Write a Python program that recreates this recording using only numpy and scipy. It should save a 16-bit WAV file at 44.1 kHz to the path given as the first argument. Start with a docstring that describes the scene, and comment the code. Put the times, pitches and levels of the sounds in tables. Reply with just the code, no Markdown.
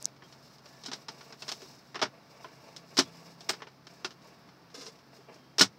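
"""Three tiny dry clicks, then a palm rubbing over the leather armrest of a parked car's centre console.
The latch clicks, the lid swings up against its stop and is slapped shut; then the deep compartment is
opened and slammed. Each contact cracks on the plastic shell and rings the console, the sprung catch
zings, and the leather swishes and squeaks as it sticks and slips. The small padded cabin answers
briefly, over a faint hum, a wandering drone and a soft hiss of air."""
import sys
import numpy as np
from scipy import signal
from scipy.fft import rfft, irfft
from scipy.io import wavfile
from scipy.ndimage import uniform_filter1d

SR = 44100
rng = np.random.default_rng(int(sys.argv[2]) if len(sys.argv) > 2 else 0)


def materialize(psi):
    """Save the field psi as 16-bit PCM at rate SR to the path in sys.argv[1].

    A 1-D psi becomes a single channel; in a 2-D psi each row is a channel.
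    """
    bounded = np.clip(np.atleast_2d(psi).T, -1, 1)
    quanta = np.round(bounded * 32767).astype(np.int16)
    wavfile.write(sys.argv[1], SR, quanta)


N = 254898

# single hits of latch, hinge and lid: t/s, level/dB, hardness/dB
KNOCKS = [(0.222, -57.5, -8.5), (0.325, -55.5, 2), (0.583, -61, 2.5), (0.658, -56, 2), (0.836, -50.5, 5),
          (0.853, -50, 1), (0.861, -42.5, 5.5), (0.883, -46.5, -0.5), (0.916, -41, -0.5), (0.932, -38.5, 3),
          (1.084, -40.5, 1.5), (1.209, -51, -3), (1.324, -49, -0.5), (1.421, -43.5, 2.5), (1.480, -41, 2),
          (1.490, -38.5, 4.5), (1.5167, -37.5, 3), (1.619, -52, 1), (1.945, -45.5, -4.5),
          (1.956, -39, -4.5), (1.993, -44.5, -4.5), (2.016, -30, -3), (2.0249, -26.5, -1.5),
          (2.055, -46, -5), (2.445, -52, -8.5), (2.764, -48.5, 6.5), (3.407, -52.5, 5), (3.4895, -40, 0),
          (3.493, -27.5, 1), (3.533, -44, -1.5), (3.603, -59.5, -10), (3.62, -46.5, -6.5),
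          (3.67, -53.5, -6), (3.869, -50.5, 0.5), (4.046, -34.5, 1), (4.107, -52.5, 0.5),
          (4.488, -61, -2.5), (4.814, -54.5, 6), (4.865, -48.5, 5)]
# the lid thrown shut: landing t/s, level/dB, hardness/dB, latch travel/s
SLAMS = [(2.987, -24, 0, .0173), (5.608, -19.5, 0.95, .025)]
# inside a slam the latch touches and rides over its catch, the lid lands, the latch snaps home and the
# lid settles: delay from landing/latch travels, level offset/dB, hardness offset/dB
SLAM_STEPS = [(-1, -10, 3), (-.55, -6, 6), (0, -4, -4), (.12, -1, 7), (.33, -3, 2.5), (.9, -15.5, -3.5)]
def contacts(taps_per_s=2, tap_db=-65, tap_spread_db=0.5, tap_hardness_db=1.5):
    """The hit list as (t/s, level/dB, hardness/dB): knocks, slam steps, faint taps of fingers and trim."""
    slams = [(s + delay * latch_s, db + step_db, hardness + step_hardness)
             for s, db, hardness, latch_s in SLAMS for delay, step_db, step_hardness in SLAM_STEPS]
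    chance = rng.random((int(taps_per_s * N / SR), 2))
    taps = [(when * N / SR, tap_db + tap_spread_db * (2 * size - 1), tap_hardness_db)
            for when, size in chance]
    return KNOCKS + slams + taps


# balance of thud, clack, snap and edge, a row each: level offset/dB, tilt/dB per dB of hardness
HIT_BALANCE = [(-10.5, -0.8), (-0.5, -0.9), (0.5, 0.63), (-14, 1.5)]
def lid(boom_db=11, boom_slope=1.61):
    """Hard contacts snap and soft ones thud; the boom grows faster than the thud, favouring heavy hits."""
    out, t = np.zeros(N), np.arange(SR // 4) / SR
    plain_db, tilt = np.transpose(HIT_BALANCE)
    for s, db, hardness in contacts():
        band_db = db + plain_db + hardness * tilt
        add(out, s, knock(t, band_db))
        add(out, s, boom(t, boom_db + boom_slope * band_db[0]))
    return out


# the thud, clack, snap and edge bands: low f/Hz, high f/Hz
HIT_BANDS = [(125, 480), (480, 2800), (2800, 6000), (6000, 16000)]
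# the console's ring under every hit: f/Hz, relative level/dB, t60/s
CONSOLE_MODES = [(215, -7, .11), (274, -1, .1), (370, 0, .1), (432, -3, .1), (628, -6, .08), (680, -7, .07),
                 (1060, -6, .08), (1285, -4, .08), (1450, -2, .08), (1780, -4, .07), (2200, -4, .08),
                 (3020, -7, .07), (3260, -7, .06), (3860, -2, .07), (4200, -3, .07), (4550, -1, .07),
                 (4995, 3, .07), (5150, 1, .065), (5370, 3, .065), (5560, 0, .07)]
# EQ of a hit on the plastic shell: f/Hz, relative level/dB
SHELL_EQ = [(60, 1), (130, -11), (260, -5.5), (400, -1), (520, -8.5), (800, 1), (1500, -0.5), (2700, -7),
            (4000, -0.5), (5300, 0.5), (6800, -7.5), (8200, -11), (10000, -22), (15000, -27)]
def knock(t, band_db, crack=8, ring_db=-4, blow_s=0.009):
    """One contact: a crack, its reflections and the console's ring, mixed band by band."""
    click = cabin(t)
    click[0] += crack
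    hz, db, t60 = np.transpose(CONSOLE_MODES)[:, :, None]
    detune, strength, phase = rng.standard_normal((len(CONSOLE_MODES), 3)).T[:, :, None]
    cycles = hz * (1 + 0.0071 * detune) * t + phase
    modes = undb(db + 2 * strength) * fade(t, t60) * np.sin(2 * np.pi * cycles)
    hit = unit(colour(click, SHELL_EQ)) + undb(ring_db) * unit(modes.sum(axis=0))
    parts = [undb(level) * unit(band(hit, lo, hi, order=4)) for level, (lo, hi) in zip(band_db, HIT_BANDS)]
    # a band's level is its energy spread over the length of the blow
    return sum(parts) * np.sqrt(blow_s / t[-1])


def boom(t, peak_db, swell_s=0.025, t60=0.3):
    """A blow on the lid shakes the low air modes of the cabin, which take a moment to swell."""
    rumble = band(rng.standard_normal(len(t)) * fade(t, t60) * (1 - fade(t, swell_s)), 100, 230)
    return undb(peak_db) * rumble / np.abs(rumble).max()


def landings(thump_offset_db=-7.5):
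    """On each slam the padded lid's weight thumps the console's lowest modes: the thud band alone."""
    out, t = np.zeros(N), np.arange(SR // 4) / SR
    for s, db, _, _ in SLAMS:
        add(out, s, knock(t, [db + thump_offset_db], ring_db=1))
    return out


# the catch flicks free: t/s, gain/dB
CATCH_RELEASES = [(1.5163, -41), (3.492, -25.5)]
# EQ of its thin, bright zing: f/Hz, gain/dB
ZING_EQ = [(4000, -28), (6300, -1), (8600, -1), (10500, -25.5), (12500, -11), (15000, -17)]
def catch_zings():
    """The sprung catch flies back and its zing bounces round the cabin."""
    out, t = np.zeros(N), np.arange(SR // 4) / SR
    for s, db in CATCH_RELEASES:
        add(out, s, undb(db) * colour(cabin(t), ZING_EQ))
    return out


# hits that set one panel or latch part singing: t/s, f/Hz, level/dB
PANEL_NOTES = [(0.883, 260, -36.5), (1.084, 890, -34), (1.422, 2650, -36), (1.623, 385, -40.5),
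               (2.025, 613, -26), (2.444, 1023, -31.5), (2.986, 273, -17.5), (2.987, 362, -19.5),
               (3.62, 1127, -39), (4.046, 369, -33), (4.047, 1410, -27), (4.048, 2700, -27),
               (4.778, 275, -41), (5.188, 405, -46.5), (5.289, 380, -46.5), (5.609, 1453, -18),
               (5.609, 381, -22.5), (5.612, 194.4, -22)]
def panel_notes(build_s=0.0028, t60_at_1khz=0.057, damping=0.42):
    """One mode stands out of a knock, building as the first reflections arrive; high ones die sooner."""
    out, t = np.zeros(N), np.arange(SR // 4) / SR
    for s, hz, db in PANEL_NOTES:
        t60 = t60_at_1khz * (hz / 1000) ** -damping
        envelope = (1 - np.exp(-t / build_s)) * fade(t, t60)
        add(out, s, undb(db) * envelope * np.sin(2 * np.pi * hz * t))
    return out


# the opening clicks: t/s, f/Hz, level before the filter/dB, rise and decay time/s
DRY_CLICKS = [(0.0264, 6740, -19.5, 0.000048), (0.0457, 6100, -25, 0.00035), (.0556, 6170, -5, 0.00012)]
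def dry_clicks():
    """Three tiny, dry, high clicks with no reverberation."""
    out, t = np.zeros(N), np.arange(N) / SR
    for s, hz, db, decay_s in DRY_CLICKS:
        out += undb(db) * np.exp(-np.abs(t - s) / decay_s) * np.cos(2 * np.pi * hz * (t - s))
    return band(out, 4200, 14000)


# strokes of the hand, before the trims: start t/s, end t/s, swish level/dB, drag level/dB
STROKES = [(-.05, 0.005, -52.5, -52), (0.205, .53, -63.5, -62), (0.623, 0.993, -61, -58.5),
           (1.082, 1.32, -59.5, -54), (1.374, 1.697, -55, -55.5), (1.66, 1.904, -63, -64.5),
           (2.106, 2.17, -69, -57.5), (2.279, 2.802, -63, -57), (2.86, 3.288, -58.5, -56),
           (3.361, 3.558, -60, -56.5), (3.87, 4.053, -61.5, -56.5), (4.195, 4.323, -63.5, -59),
           (4.884, 4.965, -65.5, -61), (5.101, 5.195, -63, -59), (5.262, 5.355, -66, -55.5)]
# EQs of the airy swish and the duller drag: f/Hz, relative level/dB
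SWISH_EQ = [(1500, -24), (2800, -14), (4300, -6), (5400, 0), (6500, -10), (8500, -17), (11000, -23),
            (15000, -22)]
DRAG_EQ = [(50, -53.5), (130, -13), (270, 8), (430, 9), (1000, 6), (1800, -3.5), (2800, -4), (4500, -43)]
def palm_rub(swish_trim_db=-1, drag_trim_db=-2):
    """The palm swishes over the leather and drags on the padding."""
    swish_level, drag_level = undb(-73), undb(-66)  # the hand never quite rests
    for start, end, swish_db, drag_db in STROKES:
        stroke = swell(start, end, attack_s=0.034, release_s=0.12)
        swish_level = np.maximum(swish_level, undb(swish_db) * stroke)
        drag_level = np.maximum(drag_level, undb(drag_db) * stroke)
    swish = friction(SWISH_EQ, slips_per_s=1500, spread_db=3, uneven_db=1.5)
    drag = friction(DRAG_EQ, slips_per_s=500, spread_db=2, uneven_db=-1)
    return undb(swish_trim_db) * swish_level * swish + undb(drag_trim_db) * drag_level * drag


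# two bursts of friction: start t/s, end t/s, level/dB
BURSTS = [(4.739, 4.883, -48.5), (5.326, 5.34, -55)]
# the EQ they share: f/Hz, relative level/dB
BURST_EQ = [(50, -48), (140, -3.5), (270, 3), (420, 9), (700, 1.5), (2000, -3.5), (3600, -0.5), (5300, 7),
            (6600, -1.5), (8200, -8.5), (10000, -16), (15000, -26)]
def scrape_and_swish():
    """A short scrape, then a brief rubbing swish."""
    level = sum(undb(db) * swell(start, end, attack_s=0.0068, release_s=0.032) for start, end, db in BURSTS)
    return level * friction(BURST_EQ, slips_per_s=670, spread_db=0, uneven_db=1)


def friction(eq, slips_per_s, spread_db, uneven_db):
    """Tiny slips of uneven size, smeared by the cabin; the grip tightens and loosens."""
    sizes = undb(spread_db * np.minimum(rng.exponential(size=N), 4))
    slips = (rng.random(N) < slips_per_s / SR) * rng.standard_normal(N) * sizes
    grip = undb(uneven_db * walk(45))
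    smeared = signal.fftconvolve(slips * grip, cabin(np.arange(SR // 10) / SR))[:N]
    return unit(colour(smeared, eq))


# faint squeaks of leather and hinge: start t/s, end t/s, f/Hz, level/dB
SQUEAKS = [(.235, .27, 3200, -61), (.67, .84, 1720, -65), (3.045, 3.1, 3400, -62), (5.2, 5.58, 3180, -72)]
def squeaks(jitter=0.025):
    """Stick and slip settle on one thin, unsteady pitch."""
    out, t = np.zeros(N), np.arange(N) / SR
    for start, end, hz, db in SQUEAKS:
        progress = np.clip((t - start) / (end - start), 0, 1)
        arch = np.sqrt(np.abs(np.sin(np.pi * progress)))
        pitch_hz = hz * (1 + jitter * walk(600))
        out += undb(db) * arch * np.sin(2 * np.pi * np.cumsum(pitch_hz) / SR)
    return out


def cabin(t, hold_s=0.0035, t60=0.087, late_db=-27, late_t60=0.085, patchy_db=4.5):
    """The cabin's answer to a click: a crowd of reflections off glass and dash, soaked up by the seats."""
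    reflections = unit(rng.standard_normal(len(t)) * undb(patchy_db * rng.standard_normal(len(t))))
    return reflections * (fade(t - hold_s, t60) + undb(late_db) * fade(t, late_t60))


# partials of the low hum: f/Hz, level/dB
HUM = [(67.4, -83), (134.8, -66.5)]
# path of the wandering drone: t/s, f/Hz, level/dB
DRONE = [(0, 152, -70.5), (1.7, 157.9, -71), (2.55, 163.6, -66.5), (2.85, 166, -60), (3.3, 168.2, -57),
         (3.7, 172.3, -70.5), (4.5, 174.8, -66), (4.9, 160, -74.5), (5.8, 164.3, -79.5)]
# EQ of the cabin air: f/Hz, relative level/dB
AIR_EQ = [(25, -36), (50, -26), (90, -6.5), (150, 4), (290, 2), (450, -5), (700, -3.5), (1300, -6.5),
          (2000, -12), (3100, -18.5), (5300, -12.5), (7000, -30.5), (10500, -34), (15000, -29)]
def room_tone(air_db=-59.5, hum_waver_db=1.2, drone_waver_db=3, air_waver_db=0.5):
    """The bed: a low hum at a steady pitch, a drone that swells and sinks, and a soft hiss of air."""
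    t = np.arange(N) / SR
    hum = sum(undb(db + hum_waver_db * walk(3.37)) * unit(np.sin(2 * np.pi * hz * t)) for hz, db in HUM)
    drone_hz, drone_db = curves(DRONE)
    drone_tone = unit(np.sin(2 * np.pi * np.cumsum(drone_hz) / SR))
    drone = undb(drone_db + drone_waver_db * walk(3.7)) * drone_tone
    air = undb(air_db + air_waver_db * walk(2.84)) * unit(colour(rng.standard_normal(N), AIR_EQ))
    return hum + drone + air


def undb(db):
    """Decibels to gain."""
    return 10 ** (np.asarray(db) / 20)


def unit(x):
    """Scale to rms 1."""
    return x / np.sqrt(np.mean(x ** 2))


def curves(table):
    """Automation curves, one for each column after t/s."""
    s, *columns = np.transpose(table)
    return [np.interp(np.arange(N) / SR, s, c) for c in columns]


def colour(x, eq, size=4096):
    """Minimum-phase EQ through (f/Hz, gain/dB) points."""
    hz, db = np.transpose(eq)
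    f = np.maximum(np.fft.rfftfreq(size, 1 / SR), 1)
    gain = undb(np.interp(np.log(f), np.log(hz), db))
    cepstrum = irfft(np.log(gain))
    cepstrum[1:size // 2] *= 2
    cepstrum[size // 2 + 1:] = 0
    return signal.fftconvolve(x, irfft(np.exp(rfft(cepstrum))))[:len(x)]


def band(x, lo, hi, order=3):
    """Band-pass from lo to hi Hz."""
    return signal.sosfilt(signal.butter(order, [lo, hi], "band", fs=SR, output="sos"), x)


def fade(t, t60):
    """Exponential decay that starts at t = 0."""
    return np.exp(-np.log(1000) * np.maximum(t, 0) / t60)


def swell(start, end, attack_s, release_s):
    """Envelope that rises from start, holds until end and falls."""
    t = np.arange(N) / SR
    return np.clip(np.minimum((t - start) / attack_s, 1 - (t - end) / release_s), 0, 1)


def walk(rate_hz):
    """Smooth random drift, rms 1."""
    k = int(SR / rate_hz)
    steps = np.repeat(rng.standard_normal(N // k + 1), k)
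    return unit(uniform_filter1d(uniform_filter1d(steps, k), k)[:N])


def add(track, s, sound):
    """Mix a sound into the track at time s."""
    i = max(int(s * SR), 0)
    track[i:i + len(sound)] += sound[:max(N - i, 0)]


def scene():
    """The mono mix, heard from just above the console."""
    hits = lid() + landings() + catch_zings() + panel_notes() + dry_clicks()
    return (hits + squeaks() + palm_rub() + scrape_and_swish() + room_tone())[None]


def record(dry):
    """A steep high cut at 15.6 kHz."""
    return signal.sosfilt(signal.ellip(8, .2, 70, 15600, fs=SR, output="sos"), dry)


dry = scene()
out = record(dry)
materialize(out)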